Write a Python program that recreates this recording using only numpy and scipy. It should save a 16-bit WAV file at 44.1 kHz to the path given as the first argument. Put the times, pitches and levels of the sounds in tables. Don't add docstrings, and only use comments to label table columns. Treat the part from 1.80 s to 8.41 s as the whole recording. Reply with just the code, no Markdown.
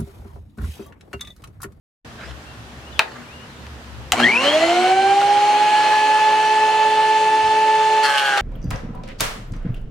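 import sys
import numpy as np
from scipy import signal
from scipy.fft import rfft, irfft, next_fast_len
from scipy.io import wavfile
from scipy.ndimage import uniform_filter1d, map_coordinates

SR = 44100
rng = np.random.default_rng(int(sys.argv[2]) if len(sys.argv) > 2 else 0)


def store_wav(level_fs):
    pcm = np.round(np.clip(np.atleast_2d(level_fs), -1, 1) * 32767)
    wavfile.write(sys.argv[1], SR, pcm.T.astype(np.int16))


def convert_level_to_amplitude(level_db):
    exponent = np.asarray(level_db, float) / 20
    return 10 ** exponent


N = 291501
TIME = np.arange(N) / SR
SLAP_S, SWITCH_S, BITE_S = 1.2, 2.32, 6.225
MAINS_PULSE_HZ = 120

# (shortfall at the switch [Hz], time constant [s])
RUN_UP = [(364.5, .196), (434.6, .586)]


def fan_speed():
    full_hz, load_s, sag_hz_per_s, sag_lag_s = 876.1, 6.17, 227, .112
    gap = sum(hz * np.exp(-since(SWITCH_S) / lag) for hz, lag in RUN_UP)
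    loaded_s = since(load_s)
    sag = sag_hz_per_s * (loaded_s - sag_lag_s * (1 - np.exp(-loaded_s / sag_lag_s)))
    return full_hz - gap - sag


BELT_SLIP = .01947


def shafts():
    beat_turns = .6
    on = np.clip(since(SWITCH_S + .008) / .005, 0, 1)
    fan = np.cumsum(fan_speed() * on) / SR
    knife = (fan * (1 - BELT_SLIP) + beat_turns) / 2
    return on, fan, knife


# (pitch [Hz], level [dB])
FAN_TONE = [(150, -52), (480, -39), (560, -22.5), (640, -23), (764, -16.5), (815, -14.5), (846, -16),
            (870, -16)]
FAN_SECOND = [(440, -33), (1117, -26), (1264, -35.5), (1590, -29.5), (1610, -39.5), (1668, -39),
              (1714, -26), (1750, -29.5)]
FAN_THIRD = [(765, -54), (1896, -39), (2010, -28.5), (2100, -35.5), (2380, -37.5), (2446, -46), (2591, -36),
             (2625, -40)]
FAN_ORDERS = [.33, .4125, .5, .661, .74, 4, 5.29, 5.43, 6, 10.58]
FAN_ORDER_DB = [-50, -46, -50, -41.5, -52, -45, -49.5, -64, -57, -70]


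def fan_tones(fan):
    hz = fan_speed()
    x = tone(fan, along(FAN_TONE, hz), pan_db=-2.0, lead=0.48, flutter_db=0.5, rate=20)
    x += tone(2 * fan, along(FAN_SECOND, 2 * hz * 0.5), pan_db=-1.4, lead=0.63, flutter_db=0.86) * 0 \
        + tone(2 * fan, along(FAN_SECOND, 2 * hz), pan_db=-1.4, lead=0.63, flutter_db=0.86)
    x += tone(3 * fan, along(FAN_THIRD, 3 * hz), pan_db=12.5, lead=0.78, flutter_db=1.0, rate=25)
    for order, db in zip(FAN_ORDERS, FAN_ORDER_DB):
        x += tone(order * fan, db, lead=rng.normal(0, 0.44), flutter_db=2.5)
    return x


# (pitch [Hz], level [dB])
KNIFE_TONE = [(60, -58.5), (240, -36), (310, -29.5), (360, -22), (390, -25), (418, -36.5), (427, -28.5),
              (431, -25)]
KNIFE_SECOND = [(200, -51), (395, -27), (475, -45), (620, -17), (717, -25), (750, -22.5), (780, -28),
                (860, -31)]
# (multiple of the knife rate [1], level [dB])
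HEAD_ORDERS = [(1 / 3, -53), (3, -42)]


def cutter_head_tones(knife):
    hz = fan_speed() * (1 - BELT_SLIP) / 2
    x = tone(knife, along(KNIFE_TONE, hz), flutter_db=0.8)
    x += tone(2 * knife, along(KNIFE_SECOND, 2 * hz), pan_db=-1.5, lead=0.26)
    return x + sum(tone(order * knife, db, flutter_db=0.0) for order, db in HEAD_ORDERS)


# (pitch [Hz], level [dB])
WHINE = [(1450, -30), (1750, -14.5), (2150, -15), (2330, -21), (2600, -14.5), (2900, -28), (3060, -21),
         (3350, -27)]
# (pitch [Hz], level [dB])
SQUEAL = [(1850, -38), (2150, -28), (2900, -29), (3320, -17), (3500, -50), (4650, -43), (7800, -51.5),
          (9300, -61)]


def armature(fan):
    slot_order, bar_order = 5.33, 10.58
    bar_drag_hz, inrush_s = 238, 0.22
    whine_ends_s = 2.745
    throb = 1 + 0.49 * np.sin(2 * np.pi * MAINS_PULSE_HZ * TIME)
    slot_hz = slot_order * fan_speed()
    slot_turns = np.cumsum(slot_hz + 60 * wobble(130)) / SR
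    whine = tone(slot_turns, along(WHINE, slot_hz), pan_db=2.0, lead=0.6, flutter_db=1.37, rate=60)
    bar_hz = bar_order * fan_speed() - bar_drag_hz * np.exp(-(since(SWITCH_S) / inrush_s) ** 2)
    bar_turns = np.cumsum(bar_hz + 90 * wobble(110)) / SR
    squeal = tone(bar_turns, along(SQUEAL, bar_hz), flutter_db=-3.0, rate=45)
    return throb * (whine * convert_level_to_amplitude(-500 * since(whine_ends_s)) + squeal)


# (frequency [Hz], level [dB])
HUM_ORDERS = [(120, -22.5), (240, -2), (360, -7)]
# (start [s], length [s], level [dB])
HUM_SWELLS = [
    (2.36, 0.12, -22.5),
    (2.48, 0.15, -36.5),
    (2.92, 0.16, -35),
    (3.2, 0.089, -43),
]


def hum():
    partials = sum(tone(hz * TIME, db, flutter_db=2.5) for hz, db in HUM_ORDERS)
    return swells(HUM_SWELLS, blunt=0.93) * partials


def motor():
    duck_db, loaded_s = -10, 0.15
    on, fan, knife = shafts()
    ducked = convert_level_to_amplitude(duck_db * (1 - np.exp(-since(BITE_S) / loaded_s)))
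    return on * ducked * (fan_tones(fan) + cutter_head_tones(knife) + armature(fan)) + hum()


# (time [s], level [dB])
DRAUGHT = [(2.33, -27), (2.35, -42), (2.39, -32), (2.4, -27), (2.42, -31.5), (2.58, -37.5), (2.59, -38.5),
           (2.63, -31), (2.64, -28), (2.71, -31), (3.11, -33), (3.14, -37.5), (4.13, -32), (4.22, -34.5),
           (5.44, -36), (5.46, -35.5), (5.5, -37.5), (6.2, -36)]
# (frequency [Hz], level [dB per Hz])
ROAR = [(60, -37), (150, -16.5), (350, -11.5), (800, 0), (1100, -4.5), (1500, -6), (2000, -6), (2800, -39)]
RUSH = [(1200, -31.5), (1900, -14), (2200, -1), (2500, -5.5), (3050, 0.5), (3400, -11), (3700, -9.5),
        (4800, -18), (6000, -41.5)]
VENT = [(3700, -17.5), (4100, -0.5), (4300, 5.5), (4500, -21), (5000, -38)]
HISS = [(2650, -23), (4500, -2), (4850, -3), (6220, -3.5), (8290, -8), (9020, -9), (14200, -32),
        (16000, -52)]
# (frequency [Hz], likeness [1])
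ALIKE = [(60, 0.77), (150, 0.94), (400, 1), (950, 0.91), (2400, 0.65), (6000, 0.47), (15000, 0.79)]


def air():
    labour_db, labour_s = 3.5, 0.54
    on, fan, knife = shafts()
    times, levels = np.transpose(DRAUGHT)
    draught_db = np.interp(TIME, times, levels)
    calm_db = draught_db[-1]
    swing_db = draught_db - calm_db
    shared_db = 0.12 * wobble(9) + calm_db
    spark_depth = .5 * np.exp(-np.abs(TIME - SWITCH_S) / 0.16)
    sparks = 1 + spark_depth * np.sin(2 * np.pi * MAINS_PULSE_HZ * TIME)
    chop = 1 + 0.43 * np.sin(2 * np.pi * knife) + 0.17 * np.sin(2 * np.pi * fan)
    roar_db = 6 + 0.9 * swing_db + labour_db * np.exp(-since(SWITCH_S) / labour_s)
    roar = convert_level_to_amplitude(roar_db + shared_db) * rush(ROAR, ALIKE, patchy_db=1.5)
    blow = convert_level_to_amplitude(5.5 + 0.9 * swing_db + shared_db) * chop * rush(RUSH, ALIKE, patchy_db=0.06)
    vent = convert_level_to_amplitude(-4.5 + 1.45 * swing_db + shared_db) * rush(VENT, ALIKE, patchy_db=-0.4)
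    hiss = convert_level_to_amplitude(-1.5 + 0.66 * swing_db + shared_db) * rush(HISS, ALIKE, patchy_db=1.33)
    return on * sparks * (roar + blow + vent + hiss)


def board_blows(index, size):
    fade = convert_level_to_amplitude(-60 * TIME[:800] / 0.036)
    chatter = fade * rng.standard_normal((3, 2, 800)) * [[1], [.4]]
    stage = (TIME - 6.25) / .16 - np.arange(3)[:, None]
    feed = np.clip(1 - np.abs(stage), 0, 1) ** .5
    strikes = np.diff(index, prepend=index[0]) * size * feed
    blows = 0
    for strike, (mid, side) in zip(strikes, chatter):
        blows = blows + signal.fftconvolve(strike[None], [mid + side, mid - side], axes=1)[:, :N]
    return blows


# (frequency [Hz], width [Hz], level [dB])
BOARD = [(560, 67, -5.5), (1210, 300, 1.5), (1660, 300, 5), (2190, 260, -4.5)]
# (time [s], level [dB], T60 [s])
JOLTS = [
    (6.231, -1.5, 0.11),
    (6.374, -3, 0.13),
    (6.458, -0.5, 0.047),
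    (6.571, -5, 0.071),
]
# (rest level over the bite [dB], drift [dB per s], jolt level [dB])
RINGS = [
    (-10, 5, 4.5),
    (-5, -64, -4),
    (-13.5, -23, -4.5),
]
# (frequency [Hz], level [dB per Hz])
CHIPS = [(3000, -28), (5000, -2), (8000, -5), (12000, -12.5), (15500, -22), (16500, -63)]


def cutting():
    bite_db, bite_rise_s = -21, .04
    on = 1. * (TIME > BITE_S)

    def level(x):
        return x / np.sqrt(np.mean(x ** 2) / np.mean(on))

    def ring(force, hz, width):
        once = resonances(force, [(hz, width, 0)])
        return level(resonances(once, [(hz, 2 * width, 0)]))

    jolt = sum(convert_level_to_amplitude(db - 60 * since(s) / t60) * np.clip(since(s) / 0.01, 0, 1) for s, db, t60 in JOLTS)
    table, knife, spray = (convert_level_to_amplitude(rest_db + drift_db * since(BITE_S)) + convert_level_to_amplitude(jolt_db) * jolt
                           for rest_db, drift_db, jolt_db in RINGS)
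    turn = shafts()[2] / 3 + .3
    index = turn.astype(int)
    size = convert_level_to_amplitude(1.4 * rng.standard_normal(index[-1] + 1))[index] * on
    tear = size * np.exp(-(turn % 1) / 0.97)
    force = level(board_blows(index, size)) + 0.38 * level(tear * rng.standard_normal((2, N)))
    wood = level(resonances(force, BOARD))
    metal = table * ring(force, 3040, 700) + knife * ring(force, 4300, 260)
    chips = spray * level(tear * rush(CHIPS, ALIKE, patchy_db=-2.5))
    rise = np.clip(.4 + since(BITE_S) / bite_rise_s, 0, 1)
    return convert_level_to_amplitude(bite_db) * rise * (wood + metal + chips)


# (frequency [Hz], phase [rad])
LEAD = [(300, .2), (900, 0.18), (6000, 0.23), (8500, 1.44), (10500, 1.8), (16000, 2.5)]


def ports(x):
    return filtered(x, lambda hz: np.exp(1j * along(LEAD, hz) * np.array([[.5], [-.5]])))


def thunk(t):
    hz, db, t60 = 800, -3, .05
    turns = hz * t * (1 - 4 * t)
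    return convert_level_to_amplitude(db - 60 * t / t60) * (1 - np.exp(-t / 0.0079)) * np.sin(2 * np.pi * turns)


# (time [s], crack level [dB], body level [dB], body T60 [s], snap level [dB])
HITS = [
    (.468, -48, -44, 0.096, -56),
    (1.1928, 0, -8.5, 0.071, -16.5),
    (1.867, -35, -44, .03, -41),
    (2.3205, -3.5, -6, 0.019, -3.5),
    (2.3264, -18.5, -14.5, 0.015, -11.5),
    (2.401, -18, -13.5, 0.066, -33.5),
    (3.414, -20.5, -12.5, 0.036, -55),
    (6.575, -15, -12, 0.034, -47),
]
# (frequency [Hz], width [Hz], level [dB])
CRACK = [(1790, 1230, -4), (2800, 870, 0.5), (4300, 1170, -9)]
BODY = [(465, 250, -9), (875, 440, -2), (1440, 230, 1), (2060, 540, -7.5)]
SNAP = [(6660, 2600, -1)]
# (frequency [Hz], T60 [s])
WALLS = [(300, 1), (1000, 0.29), (3000, 0.15), (10000, 0.2)]


def hits():
    crack_s, snap_s, thunk_at_s = 0.014, 0.012, 2.329
    soft_hz = 11000
    t = np.arange(SR // 4) / SR
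    x = np.zeros((3, 2, N + SR))
    for s, crack_db, body_db, body_s, snap_db in HITS:
        fades = np.array([crack_db + 11.5 - 60 * t / crack_s,
                          body_db + 11.0 - 60 * t / body_s,
                          snap_db + 3 - 60 * t / snap_s])
        bursts = convert_level_to_amplitude(fades) * rng.standard_normal((3, len(t)))
        bursts[::2, 0] = -5 * convert_level_to_amplitude(fades[::2, 0])
        hz, u, z = signal.stft(rng.standard_normal((2, len(t))), SR, nperseg=256)
        tail = signal.istft(z * convert_level_to_amplitude(-60 * u / along(WALLS, hz)[:, None]), SR, nperseg=256)[1]
        tail = tail[None] / np.linalg.norm(tail[0])
        echo = signal.fftconvolve(bursts[:, None], tail, axes=2)[..., :len(t)]
        x[..., round(s * SR):][..., :len(t)] += bursts[:, None] + convert_level_to_amplitude(-7.5) * echo
    knocks = sum(resonances(part[:, :N], modes) for part, modes in zip(x, (CRACK, BODY, SNAP)))
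    knocks[:, round(thunk_at_s * SR):][:, :len(t)] += thunk(t)
    return filtered(knocks, lambda f: 1 / (1 + 1j * f / soft_hz) ** 2) * convert_level_to_amplitude([[2.2], [-.2]])


# (start [s], length [s], level [dB])
SLEEVE = [
    (.38, 0.15, -39),
    (.455, 0.074, -45),
    (1.2, 0.27, -44),
]
# (frequency [Hz], level [dB per Hz])
CLOTH = [(300, -14), (700, -1), (1100, -6), (1600, -1), (3000, -12), (8000, -26), (14000, -50)]


def sleeve():
    return swells(SLEEVE) * convert_level_to_amplitude(2.7 * wobble(119)) * rush(CLOTH, ALIKE, patchy_db=4.5)


# (start [s], length [s], first pitch [Hz], last pitch [Hz], level [dB])
BIRD = [
    (.65, 0.088, 2600, 2740, -55),
    (1.01, .18, 2390, 2970, -57),
    (1.46, .21, 2160, 3000, -52),
]
SPARROW = [
    (1.115, 0.086, 4500, 3130, -51),
    (1.69, 0.041, 4300, 4000, -59),
]


def song(notes, warble_hz, pace):
    hz = 0
    for s, length, from_hz, to_hz, _ in notes:
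        slide = to_hz + (from_hz - to_hz) * np.exp(-3.2 * since(s) / length)
        hz = hz + slide * (np.abs(TIME - s - length / 2) < length)
    arch = swells([(s, length, db) for s, length, *_, db in notes], blunt=0.34)
    turns = np.cumsum(hz + warble_hz * wobble(pace)) / SR
    return arch * tone(turns, 0, pan_db=14, lead=0.98, flutter_db=1.5, rate=94)


def slap_duck_db():
    dip_db, recover_s = -13, 0.069
    age = since(SLAP_S) / recover_s
    return dip_db * 2 * age * np.exp(1 - 2 * age)


# (frequency [Hz], level [dB per Hz])
RUMBLE = [(15, -56), (25, -25), (52, -7.5), (64, -4), (78, -1.5), (92, -9.5), (124, -3.5), (184, -15.5),
          (231, -10), (246, -9.5), (262, -31), (300, -16), (390, -30.5), (660, -120)]
# (frequency [Hz], level over the rumble [dB])
DRONE = [(69, -3), (118, -13.5), (240, -15.5)]
# (start [s], length [s], level [dB])
GUSTS = [
    (3.1, 0.26, -46),
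    (3.4, 0.34, -52),
    (4.85, 0.38, -55),
    (5.58, 0.18, -42.5),
    (5.8, 0.45, -59),
]
# (frequency [Hz], likeness [1])
YARD_ALIKE = [(60, 0.98), (180, 0.99), (550, 0.85), (1650, -0.088), (4970, 0.14), (15000, -0.59)]


def traffic():
    traffic_db, under_motor_db, settle_s = -44, -34.5, 0.91
    under = 1 - np.exp(-since(SWITCH_S) / settle_s)
    far = convert_level_to_amplitude(traffic_db + slap_duck_db() + under_motor_db * under + (0.2 + 2 * under) * wobble(5.8))
    rumble = (far + swells(GUSTS, blunt=1.3)) * rush(RUMBLE, YARD_ALIKE, patchy_db=0.5)
    drone = sum(tone(np.cumsum(hz + 1.72 * wobble(6.7)) / SR, db, flutter_db=4.0, rate=10)
                for hz, db in DRONE)
    return rumble + far * drone


# (frequency [Hz], level [dB per Hz])
BREEZE = [(88, -38), (150, -10.5), (235, -12.5), (391, -13), (439, -14), (1830, -16), (2180, -21),
          (2810, -20), (3350, -22), (16000, -42)]


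def breeze():
    gain = convert_level_to_amplitude(-41.5 + 0.067 * slap_duck_db()) * (TIME < SWITCH_S + .05)
    return gain * rush(BREEZE, YARD_ALIKE, patchy_db=0.8)


def yard():
    birds = song(BIRD, warble_hz=70, pace=61) + song(SPARROW, warble_hz=203, pace=300)
    return sleeve() + birds + traffic() + breeze()


def tone(turns, db, pan_db=0, lead=0, flutter_db=1, rate=14):
    ears, coarse = np.array([[.5], [-.5]]), TIME[::32]
    knots = rng.standard_normal((3, int(N * rate / SR) + 4))
    curves = [map_coordinates(row, [coarse * rate]) for row in knots]
    flutter = convert_level_to_amplitude(pan_db * ears + flutter_db * (curves[0] + 1.44 * np.array(curves[1:])))
    gain = np.array([np.interp(TIME, coarse, g) for g in flutter])
    swing = np.exp(2j * np.pi * (turns % 1).astype(np.float32))
    return np.sqrt(2) * convert_level_to_amplitude(db) * gain * (swing * np.exp(1j * lead * ears)).imag


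def rush(spectrum, alike, patchy_db):
    z = signal.stft(rng.standard_normal((2, N)), nperseg=512)[2]
    field = uniform_filter1d(rng.standard_normal(z.shape[1:]), size=6, axis=0)
    field = uniform_filter1d(field, size=10, axis=1)
    pair = signal.istft(z * convert_level_to_amplitude(patchy_db * unit(field)), nperseg=512)[1][:, :N]

    def response(hz):
        turn = np.arccos(np.clip(along(alike, hz), -1, 1)) / 2
        return convert_level_to_amplitude(along(spectrum, hz)) * [np.cos(turn), np.sin(turn)]

    mid, side = filtered(pair, response)
    return unit(np.array([mid + side, mid - side]))


def resonances(x, modes):
    def response(f):
        return sum((-1) ** k * convert_level_to_amplitude(db) * 1j * f * w / (c * c - f * f + 1j * f * w)
                   for k, (c, w, db) in enumerate(modes))
    return filtered(x, response)


def filtered(x, response):
    m = next_fast_len(N + SR // 2)
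    return irfft(rfft(x, m) * response(np.fft.rfftfreq(m, 1 / SR)), m)[..., :N]


def swells(rows, blunt=0.38):
    gain = 0
    for s, length, db in rows:
        arch = np.abs(np.sin(np.pi * np.clip((TIME - s) / length, 0, 1))) ** blunt
        gain = gain + convert_level_to_amplitude(db) * arch * (since(s) < length)
    return gain


def wobble(rate):
    coarse = TIME[::32]
    knots = rng.standard_normal(int(N * rate / SR) + 4)
    return np.interp(TIME, coarse, map_coordinates(knots, [coarse * rate]))


def along(points, hz):
    f, v = np.transpose(points)
    return np.interp(np.log(hz + 1), np.log(f + 1), v)


def since(s):
    return np.maximum(TIME - s, 0)


def unit(x):
    return x / np.sqrt(np.mean(x ** 2) + 1e-20)


def scene():
    return motor() + ports(air() + cutting()) + hits() + yard()


def low_pass(x):
    return signal.sosfilt(signal.butter(12, 15810, fs=SR, output="sos"), x)


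def record(dry):
    x = dry * np.clip((TIME - .247) / 0.00088, 0, 1)
    x = x / (1 + np.abs(x / 1.02) ** 8) ** (1 / 8)
    x = filtered(x, lambda hz: 1 / (1 + (hz / 15900) ** 60) / (1 + (30 / (hz + 1)) ** 4))
    return low_pass(x)


dry = scene()
out = record(dry)
store_wav(out)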